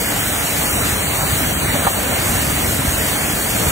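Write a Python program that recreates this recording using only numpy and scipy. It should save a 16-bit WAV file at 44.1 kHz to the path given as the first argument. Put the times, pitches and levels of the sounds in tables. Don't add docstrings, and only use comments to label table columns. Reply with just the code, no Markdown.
import sys
import numpy as np
from scipy import signal
from scipy.fft import rfft, irfft, next_fast_len
from scipy.io import wavfile
from scipy.ndimage import uniform_filter1d, map_coordinates

SR = 44100
rng = np.random.default_rng(int(sys.argv[2]) if len(sys.argv) > 2 else 0)


def volts(x):
    e = np.asarray(x, float) / 20
    return 10 ** e


def digitize_waveform(pressure):
    field = np.atleast_2d(pressure).T
    bounded = np.clip(field, -1, 1)
    quanta = np.round(bounded * 32767).astype(np.int16)
    wavfile.write(sys.argv[1], SR, quanta)


N = 163611

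# (multiple of the shaft speed [x], level [dB rms])
PUMP_TONES = [(1, -40), (2, -38), (5, -46.5), (10, -50.5)]
# (time [s], peak level [dB], ring pitch [Hz], time to fade by 60 dB
# [s])
KNOCKS = [(1.682, -11, 160, .04), (1.698, -8, 1990, .04), (1.742, -13, 170, .04), (1.754, -6, 600, .04),
          (1.848, -3, 1450, .03), (1.851, -8, 520, .03), (1.856, -11, 210, .04), (1.868, 3, 780, .04),
          (1.869, -2, 1200, .03), (2.11, -7, 650, .03), (2.111, -8, 1500, .015), (2.192, -9, 170, .03),
          (1.325, -12, 95, .12), (.7, -11, 1250, .03), (1.517, -10, 650, .03), (.925, -14, 62, .2),
          (2.095, -14, 240, .06), (2.3, -13, 70, .2), (2.79, -14, 150, .08), (2.85, -13, 185, .08),
          (2.88, -13, 63, .2)]
KNOCK_TONES = [.75, .9, 1, 1.15, 1.4, 1.9]
# (time [s], drumming level [dB], splatter level [dB], hiss level [dB])
JET_LEVELS = [(0.0, -24, -25.5, -22), (0.03, -27, -25, -27), (0.67, -25.5, -24.5, -24.5),
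              (0.89, -24, -24.5, -25.5), (1.35, -24.5, -24, -26), (1.52, -21.5, -23.5, -26),
              (1.96, -26, -24.5, -27), (2.158, -23.5, -23.5, -27), (2.28, -23.5, -24.5, -24.5),
              (2.71, -23.5, -25, -26), (3.08, -25.5, -24, -25.5), (3.44, -24, -25.5, -25.5),
              (3.71, -22, -22.5, -24)]
# (frequency [Hz], level [dB per Hz])
DRUMMING_COLOUR = [(13, -40), (22, -36), (45, -2.5), (70, 1.5), (149, -2), (260, -4), (286, -3),
                   (362, -8.5), (420, -10), (550, -36.5), (920, -120)]
# (frequency [Hz], level [dB per Hz])
SPLATTER_COLOUR = [(250, -44), (340, -18), (430, -1.5), (700, 2), (1050, -2.5), (2200, -3), (3300, -7),
                   (4400, -10.5)]
# (frequency [Hz], level [dB])
HISS_COLOUR = [(4300, -4.5), (5300, -9), (5700, -7), (6800, -3.5), (8400, 0.5), (9600, -4), (10500, -1.5),
               (11200, -5.5)]
# (frequency [Hz], likeness of the ports [0-1], lag of the left
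# [radians], left over right [dB])
PORT_DIFFERENCES = [(71, 0.99, 0.017, -2), (200, 0.97, .2, 5), (324, .8, 0.28, -3.5), (440, 0.4, 0.51, 6.5),
                    (728, .8, 1.5, -0.5), (953, 1, 1.6, -3.5), (1325, 0.56, 0.94, 0.5), (1774, 0.69, 0.44, -1),
                    (2103, 0.27, 0.97, -0.41), (2595, 0.49, 2.9, -0.4), (2774, 0.064, 3.3, -1.6),
                (3500, 0.31, 3.75, -1.2), (3990, 0.16, 1.8, -0.67), (4314, 0.29, 3.2, 0.33),
                (4714, 0.23, 4.3, 0),
                    (7340, 0.75, 0.11, 0), (8000, 1, 0.34, .3), (8300, 0.5, 0.89, .8), (9480, 0.84, 0.42, 0),
              (8800, 0.18, 6.6, 0), (10950, 0.14, 3.8, 0)]
# (frequency [Hz], signal over rounding step [dB])
PHONE_FINENESS = [(90, 34), (250, 24), (800, 14), (1600, 6), (2600, -5), (4000, -5.5), (6000, -5.5),
                  (9000, -4.5)]
# (start [s], length [s], centre frequency [Hz], width [Hz])
MIDDLE_HOLES = [(0, .12, 3920, 640), (2.23, .05, 3980, 480), (2.97, .045, 4150, 850),
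                (3.26, .08, 4430, 350), (.19, .04, 4500, 900), (.21, .14, 4650, 650), (.33, .11, 4400, 400),
                (.38, .04, 4100, 600), (.43, .08, 4870, 500), (.47, .05, 3450, 500), (.52, .04, 4330, 600),
                (.57, .15, 4820, 350), (.61, .04, 4900, 700), (.66, .04, 3750, 900), (.67, .07, 3790, 350),
                (.7, .14, 4800, 1050), (.75, .12, 3280, 350), (.8, .04, 3450, 600), (2.89, .04, 4700, 550),
                (3.12, .12, 5500, 280), (.89, .04, 4400, 550), (.91, .1, 4680, 480), (.94, .08, 3600, 380),
                (.99, .08, 5000, 800), (1.03, .09, 5350, 1000), (1.1, .17, 5120, 540),
                (1.18, .12, 3450, 320), (1.26, .08, 5400, 520), (1.33, .05, 5000, 600),
                (1.36, .08, 4620, 600), (1.38, .22, 3650, 280), (1.45, .32, 5060, 720),
                (1.54, .04, 4550, 700), (1.75, .17, 5250, 460), (1.77, .09, 4470, 330),
                (1.9, .09, 5050, 800), (1.91, .04, 4400, 750), (2.05, .13, 5030, 700),
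                (2.09, .09, 4650, 500), (2.12, .06, 3680, 350), (2.37, .05, 4950, 750),
                (2.48, .17, 5200, 380), (2.67, .07, 4750, 420), (2.82, .14, 4820, 300),
                (2.98, .12, 4080, 400), (3.08, .21, 4900, 320), (3.16, .18, 3830, 480),
                (3.38, .1, 5080, 500), (3.49, .08, 3930, 430), (3.55, .16, 4880, 420)]
# (frequency [Hz], width [Hz], extra step size [dB])
THIN_SIDE = [(1150, 120, 14), (1680, 200, 17), (4300, 400, 1)]
# (frequency [Hz], gain over the copied band [dB])
REBUILT_TREBLE = [(11300, 6), (11900, 2), (12500, -1), (13300, -6.5), (14000, -4.5), (14700, -6),
                  (15700, -2)]


def unit(x):
    return x / np.sqrt(np.mean(x ** 2) + 1e-20)


def along(points, hz, column=1):
    p = np.transpose(points)
    return np.interp(np.log(hz + 1), np.log(p[0] + 1), p[column])


def wobble(rate):
    knots = rng.standard_normal(int(N * 40 / SR) + 4)
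    return map_coordinates(knots, [np.arange(N) * min(rate, 39) / SR])


def filtered(x, response):
    m = next_fast_len(N + 8192)
    return irfft(rfft(x, m) * response(np.fft.rfftfreq(m, 1 / SR)), m)[..., :N]


def pump():
    shaft_hz = 144.2
    turn = 2 * np.pi * shaft_hz * np.cumsum(1 + 0.00168 * wobble(2.3)) / SR
    at_ports = turn + np.array([[0], [0.5]])
    hum = np.zeros((2, N))
    for multiple, db in PUMP_TONES:
        hum += np.sqrt(2) * volts(db + 2.0 * wobble(5)) * np.sin(multiple * at_ports)
    return hum


def hooves():
    out = np.zeros((2, N))
    t = np.arange(SR // 5) / SR
    for time, db, hz, fade_s in KNOCKS:
        ring = np.zeros(len(t))
        for ratio in KNOCK_TONES:
            tone_db = 1.5 * rng.standard_normal() - 20 * abs(np.log2(ratio))
            ring += volts(tone_db) * np.sin(2 * np.pi * hz * ratio * t)
        onset = 1 - np.exp(-t / 0.0016)
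        knock = ring * volts(db - 5 - 60 * t / fade_s) * onset
        i = round(time * SR)
        out[0, i:i + len(t)] += knock
        for late_s, echo_db in [(0.0085, -7), (0.014, -10), (0.024, -13)]:
            j = i + round(late_s * SR)
            out[:, j:j + len(t)] += volts(echo_db) * knock * [[0.6], [0.25]]
    return filtered(out, lambda hz: 1 / (1 + (42 / (hz + 1)) ** 6))


def rush(colour, patchy_db):
    z = signal.stft(rng.standard_normal((2, N)), nperseg=512)[2]
    patches = uniform_filter1d(rng.standard_normal(z.shape[1:]), 6, 0)
    patches = unit(uniform_filter1d(patches, 10, 1))
    pair = signal.istft(z * volts(patchy_db * patches), nperseg=512)[1][:, :N]
    low_hz, high_hz = colour[0][0], colour[-1][0]

    def response(hz):
        inside = (hz > low_hz) & (hz < 1.25 * high_hz)
        fall_db = -60 * np.log2(np.maximum(hz / high_hz, 1))
        return volts(along(colour, hz) + fall_db) * inside
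    return unit(filtered(pair, response))


def jet():
    time, *columns = np.transpose(JET_LEVELS)
    drum_db, splat_db, hiss_db = [np.interp(np.arange(N) / SR, time, c) for c in columns]
    shared = wobble(7.76)
    drum_db = drum_db + 0.39 * shared + 0.67 * wobble(6.77)
    splat_db = splat_db + 2.5 + 0.4 * shared + 0.5 * wobble(9)
    hiss_db = hiss_db + 2.0 + 0.29 * shared + 0.23 * wobble(14)
    drumming = volts(drum_db) * rush(DRUMMING_COLOUR, patchy_db=0.5)
    splatter = volts(splat_db) * rush(SPLATTER_COLOUR, patchy_db=1.36)
    hiss = volts(hiss_db) * rush(HISS_COLOUR, patchy_db=1.35)
    return drumming + splatter + hiss


def ports(pair):
    table = PORT_DIFFERENCES

    def side(sign):
        def response(hz):
            blend = np.arccos(np.clip(along(table, hz), 0, 1)) / 2
            gain = volts(sign * along(table, hz, column=3) / 2)
            lag = np.exp(-0.5j * sign * along(table, hz, column=2))
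            return gain * lag * np.array([np.cos(blend), sign * np.sin(blend)])
        return filtered(pair, response).sum(0)
    return np.array([side(1), side(-0.95)])


def scene():
    return ports(jet() + hooves()) + pump()


def phone(x):
    frame, offset, band = 1024, 480, 4
    n, k = np.arange(2 * frame), np.arange(frame)
    window = np.sin(np.pi * (n[:, None] + 0.5) / (2 * frame))
    basis = window * np.cos(np.pi / frame * (n[:, None] + 0.5 + frame / 2) * (k + 0.5))
    frames, bands = N // frame + 3, frame // band
    mid_side = np.array([x[0] + x[1], x[0] - x[1]]) / 2
    padded = np.pad(mid_side, ((0, 0), (2 * frame - offset, 4 * frame)))
    where = np.arange(frames)[:, None] * frame + n
    lines = (padded[:, where].reshape(-1, 2 * frame) @ basis).reshape(2, frames, frame)
    hz = (k + 0.5) * SR / 2 / frame
    band_hz = hz.reshape(-1, band).mean(1)
    t = (np.arange(frames) * frame + offset - frame) / SR

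    mono = (hz > 5100) & (hz < 7480)
    lines[0][:, mono] = np.sign(lines[0][:, mono]) * np.hypot(*lines[:, :, mono])
    lines[1][:, mono] = 0
    power = np.mean(lines.reshape(2, frames, -1, band) ** 2, (0, 1, 3))
    level = np.sqrt(power * (1 + mono.reshape(-1, band).mean(1)) + 1e-12)

    fine = unit(uniform_filter1d(rng.standard_normal((2, frames, bands)), size=7, axis=1))
    wander = unit(fine + unit(uniform_filter1d(fine, size=4, axis=2)) / 2)
    ragged = np.exp(0.07 * wander[0][:, 8:9])
    holes = np.zeros((frames, bands))
    for start, length, centre, width in MIDDLE_HOLES:
        during = ((t > start) & (t < start + length))[:, None]
        holes += during * np.exp(-((band_hz - centre) / (0.56 * width * ragged)) ** 6)
    thin_db = sum(db * np.exp(-((band_hz - f) / w) ** 2) for f, w, db in THIN_SIDE)
    thin_db = thin_db * np.clip(0.3 + wander[1], 0, 1.5)
    fineness_db = along(PHONE_FINENESS, band_hz)
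    swing_db = 2.8 * np.clip(1 - fineness_db / 12, 0, 2)
    step_db = swing_db * wander + np.array([22 * holes, thin_db]) - fineness_db
    step = np.repeat(level * volts(step_db), band, 2)
    lines = np.sign(lines) * step * np.floor((abs(lines) / step) ** 0.75 + 0.4054) ** (4 / 3)

    top = np.flatnonzero((hz >= 11250) & (hz < 15750))
    shift = round(6200 * 2 * frame / SR)
    lines[..., top] = lines[..., top - shift] * volts(along(REBUILT_TREBLE, hz[top]))
    flips = np.sign(rng.standard_normal((frames, bands))) * volts(0.6 * wander[0][:, :1])
    lines[..., top] *= np.repeat(flips, band, 1)[:, top]
    fade_in = np.interp(hz[top], (11550, 12050), [0, 1])
    refill = volts(-5) * fade_in * lines[..., top].std(1, keepdims=True)
    lines[..., top] += refill * rng.standard_normal(lines[..., top].shape)
    lines[..., top[-1] + 1:] = 0

    def overlap(v):
        total = np.bincount(where.ravel(), (v @ basis.T).ravel())
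        return total[2 * frame - offset:][:N] * 2 / frame
    mid, side = overlap(lines[0]), overlap(lines[1])
    return np.array([mid + side, mid - side])


def top_cut(x):
    return signal.sosfilt(signal.butter(12, 17020, fs=SR, output="sos"), x)


def record(dry):
    mix = phone(dry)
    return top_cut(mix)


dry = scene()
out = record(dry)
digitize_waveform(out)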